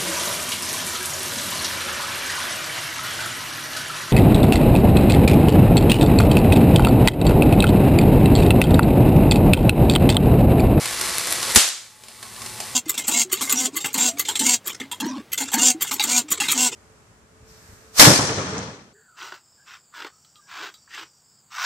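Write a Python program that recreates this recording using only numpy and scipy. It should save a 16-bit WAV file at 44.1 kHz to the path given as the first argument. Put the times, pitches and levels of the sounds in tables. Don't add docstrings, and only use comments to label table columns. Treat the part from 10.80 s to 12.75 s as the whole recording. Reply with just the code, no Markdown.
import sys
import numpy as np
from scipy import signal
from scipy.fft import rfft, irfft, next_fast_len
from scipy.io import wavfile
from scipy.ndimage import uniform_filter1d, map_coordinates

SR = 44100
rng = np.random.default_rng(int(sys.argv[2]) if len(sys.argv) > 2 else 0)


def output_pcm(signal):
    pcm = np.clip(np.atleast_2d(signal).T, -1, 1) * 32767
    wavfile.write(sys.argv[1], SR, np.round(pcm).astype(np.int16))


N = 85995
T = np.arange(N) / SR

# frequency_hz, t60_s
ROOM_DECAY = [(60, 0.33), (250, 0.26), (600, 0.29), (1500, 0.37), (4000, 0.4), (7500, 0.39), (11000, 0.27),
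              (15000, 0.25)]
# frequency_hz, coherence
ROOM_COHERENCE = [(40, .7), (250, 0.82), (700, 0.93), (2200, 1), (4400, 0.99), (8000, 0.3), (14000, 0.3)]
CRACK_COHERENCE = [(700, -.1), (1300, .25), (2400, .55), (4400, .7), (8000, .6), (15000, .25)]
TAIL_COHERENCE = [(100, 0), (380, .4), (700, .8), (2400, .82), (4400, .6), (8000, .52), (14000, .25)]
# frequency_hz, left_minus_right_db
PORT_BALANCE = [(4500, -0.4), (8000, 1), (15000, 2)]
# pitch_hz, rms_level_db
HUM_TONES = [(113, -56), (231, -62.5), (371, -61.5), (856, -50.5), (1728, -66), (2632, -90)]
# frequency_hz, relative_density_db
WHIRR_SPECTRUM = [(25, -40), (60, -6), (100, 5.5), (155, -4), (220, 2.5), (300, -10.5), (400, -3),
                  (650, -12), (1500, -13), (3000, -53), (8000, -4.5), (15000, -15)]
DISCHARGE_SPECTRUM = [(30, -73), (150, -10), (400, -2), (1000, -2), (2000, 0.5), (3000, -2), (4500, 0.5),
                      (6500, -2), (9500, -1), (12000, -7), (15000, -22)]
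CRACK_SPECTRUM = [(30, -27), (100, -22), (200, -11.5), (500, -4), (1000, -2), (2000, -1.5), (4500, 1),
                  (7000, 2), (10000, 1), (13000, -5.5), (15500, -32)]
# time_s, level_db
RUMBLE_ENVELOPE = [(0, -53), (.08, -56), (.28, -51), (.4, -54.5), (1.95, -62)]
RING_ENVELOPE = [(0, -46), (.22, -43), (.3, -39.5), (.38, -44), (.72, -41.5), (1.15, -51.5), (1.5, -48),
                 (1.66, -47), (1.75, -58), (1.81, -46), (1.95, -53)]
CORONA_ENVELOPE = [(0, -27.5), (.15, -27.5), (.29, -26), (.42, -26.5), (.52, -25.5), (.59, -27),
                   (.72, -24.5), (.76, -26.5), (.79, -11), (1.15, -37), (1.5, -39), (1.95, -36.5)]
# start_s, level_db
SPIT_EVENTS = [(.0565, -22), (.2115, -18.5), (.4715, -24), (.524, -25), (.628, -19.5), (1.2368, -26.5),
               (1.2838, -25.5), (1.4278, -24), (1.563, -33), (1.6185, -29), (1.6615, -27.5), (1.802, -23)]
# start_s, level_db
SNAP_EVENTS = [(.0574, -10), (.2143, -8), (.2753, -11), (.3826, -.5), (.4717, -10), (.5076, -8),
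               (.5132, -8), (.5246, 0), (.5266, -7), (.5339, -9), (.7208, -9), (.7489, -2), (.7494, -5),
               (.7515, -4), (.7536, -7), (.7542, -6), (.7555, -6), (.7576, -6)]
# offset_s,
# relative_level_db
SNAP_REFLECTIONS = [(.00018, -8), (.00048, -6), (.0009, -11), (.0014, -13)]
# delay_s, level_db
WALL_ECHOES = [(.0105, 9), (.0168, 14), (.051, 7), (.1198, 6), (.1303, 8)]
# pitch_hz, level_db
THUMP_TONES = [(76, 10), (228, 9), (370, 4.5)]

SPARK_S = .7587


def amp(db):
    return 10 ** (np.asarray(db) / 20)


def unit(x):
    return x / np.sqrt(np.mean(x ** 2) + 1e-20)


def along(points, hz):
    frequencies, values = np.transpose(points)
    return np.interp(np.log(hz + 1), np.log(frequencies + 1), values)


def colour(points):
    return lambda hz: amp(along(points, hz))


def resonance(centre_hz, width_hz):
    return lambda hz: 1 / (1 + ((hz - centre_hz) / width_hz) ** 2)


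def envelope(points):
    return amp(np.interp(T, *np.transpose(points)))


def burst(start_s, hold_s, t60_s):
    return (T >= start_s) * np.exp(-np.log(1000) * np.maximum(T - start_s - hold_s, 0) / t60_s)


def wobble(rate_hz):
    return map_coordinates(rng.standard_normal(int(N * rate_hz / SR) + 4), [T * rate_hz])


def filtered(x, response):
    size = next_fast_len(N + SR // 2)
    hz = np.fft.rfftfreq(size, 1 / SR)
    return irfft(rfft(x, size) * response(hz), size)[..., :N]


def noise(gain, coherence=ROOM_COHERENCE):
    def mid_side_gain(hz):
        angle = np.arccos(np.clip(along(coherence, hz), -1, 1)) / 2
        return gain(hz) * np.array([np.cos(angle), np.sin(angle)])
    mid, side = filtered(rng.standard_normal((2, N)), mid_side_gain)
    return unit(np.array([mid + side, mid - side]))


def absorbed(x):
    hz, time_s, spectra = signal.stft(x, SR, nperseg=256)
    decay = np.exp(-np.log(1000) * time_s / along(ROOM_DECAY, hz)[:, None])
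    return signal.istft(spectra * decay, SR, nperseg=256)[1][:, :N]


def in_room(x, room_db):
    tail = absorbed(noise(np.ones_like)) * (T > .002)
    tail /= np.linalg.norm(tail[0])
    return x + amp(room_db) * signal.fftconvolve(np.atleast_2d(x), tail, axes=1)[:, :N]


def rumble():
    return envelope(RUMBLE_ENVELOPE) * noise(resonance(centre_hz=59.4, width_hz=18))


def drive(whirr_db=-42, flutter_db=3):
    flutter = amp(flutter_db * wobble(rate_hz=15.7))
    ring = envelope(RING_ENVELOPE) * flutter * noise(resonance(centre_hz=1100, width_hz=70))
    return amp(whirr_db) * noise(colour(WHIRR_SPECTRUM)) + ring


def motor_hum(swing_db=3.5, waver_rad=.8):
    hum = np.zeros(N)
    for hz, db in HUM_TONES:
        peak = np.sqrt(2) * amp(db + swing_db * wobble(rate_hz=8.38))
        hum += peak * np.sin(2 * np.pi * hz * T + waver_rad * wobble(rate_hz=9))
    return hum


def discharges(impulses, gain, skew_rad=1.1):
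    response = lambda hz: gain(hz) * np.exp(-1j * skew_rad)
    peak = filtered(signal.unit_impulse(N, 'mid'), response).max()
    return filtered(impulses, response) / peak


def corona(rate_per_s=2200, scatter_db=3):
    fires = rng.random(N) < rate_per_s / SR
    strength = amp(scatter_db * np.minimum(rng.standard_normal(N), 2.2))
    pulses = discharges(fires * strength, colour(DISCHARGE_SPECTRUM))
    return unit(in_room(pulses, room_db=-4.5)) * envelope(CORONA_ENVELOPE)


def spits():
    bursts = sum(amp(db) * burst(start_s, hold_s=.0015, t60_s=.03) for start_s, db in SPIT_EVENTS)
    return in_room(bursts * noise(colour(DISCHARGE_SPECTRUM)), room_db=-2)


def snaps(main_offset_s=.00099, bright_hz=9000):
    impulses = np.zeros(N)
    for start_s, db in SNAP_EVENTS:
        for offset_s, relative_db in [(main_offset_s, 0)] + SNAP_REFLECTIONS:
            impulses[round((start_s + offset_s) * SR)] += amp(db + relative_db)
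    brightened = lambda hz: colour(DISCHARGE_SPECTRUM)(hz) * (1 + (hz / bright_hz) ** 2)
    return in_room(discharges(impulses, brightened), room_db=-9)


def thump():
    quadrature = np.array([[0], [np.pi / 2]])
    tones = sum(amp(db) * np.sin(2 * np.pi * (hz * T + rng.random()) + quadrature)
                for hz, db in THUMP_TONES)
    return tones * burst(SPARK_S, hold_s=.017, t60_s=.026)


def spark(leader_db=-15.5, leader_rise_s=.004, blast_db=25, tail_db=19.5):
    leader = amp(leader_db) * np.exp(-np.abs(T - SPARK_S) / leader_rise_s) * (T < SPARK_S)
    blast = amp(blast_db) * burst(SPARK_S, hold_s=.0042, t60_s=.017)
    echoes = sum(amp(db) * burst(SPARK_S + delay_s, hold_s=.0007, t60_s=.004)
                 for delay_s, db in WALL_ECHOES)
    crack = (leader + blast + echoes) * noise(colour(CRACK_SPECTRUM), CRACK_COHERENCE) + thump()
    tail = absorbed(noise(colour(CRACK_SPECTRUM), TAIL_COHERENCE))
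    delayed_tail = np.pad(tail, ((0, 0), (round(SPARK_S * SR), 0)))[:, :N]
    return crack + amp(tail_db) * delayed_tail


def scene():
    pressure = corona() + snaps() + spits() + spark() + motor_hum() + drive() + rumble()
    port_share = np.array([[.5], [-.5]])
    return filtered(pressure, lambda hz: amp(along(PORT_BALANCE, hz) * port_share))


def record(dry, window_s=.001, attack_s=.00067, release_db_per_s=31.5, ceiling=.85, top_hz=15500):
    power = uniform_filter1d(np.mean(dry ** 2, axis=0), int(window_s * SR))
    excess_db = np.maximum(10 * np.log10(np.abs(power) + 1e-12), 0)
    release_db = release_db_per_s * T
    held_db = np.maximum.accumulate(excess_db + release_db) - release_db
    pole = np.exp(-1 / (attack_s * SR))
    reduction_db = signal.lfilter([1 - pole], [1, -pole], held_db)
    clipped = np.clip(dry * amp(-reduction_db), -ceiling, ceiling)
    return filtered(clipped, lambda hz: np.clip((top_hz - hz) / 1200, 0, 1))


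dry = scene()
out = record(dry)
output_pcm(out)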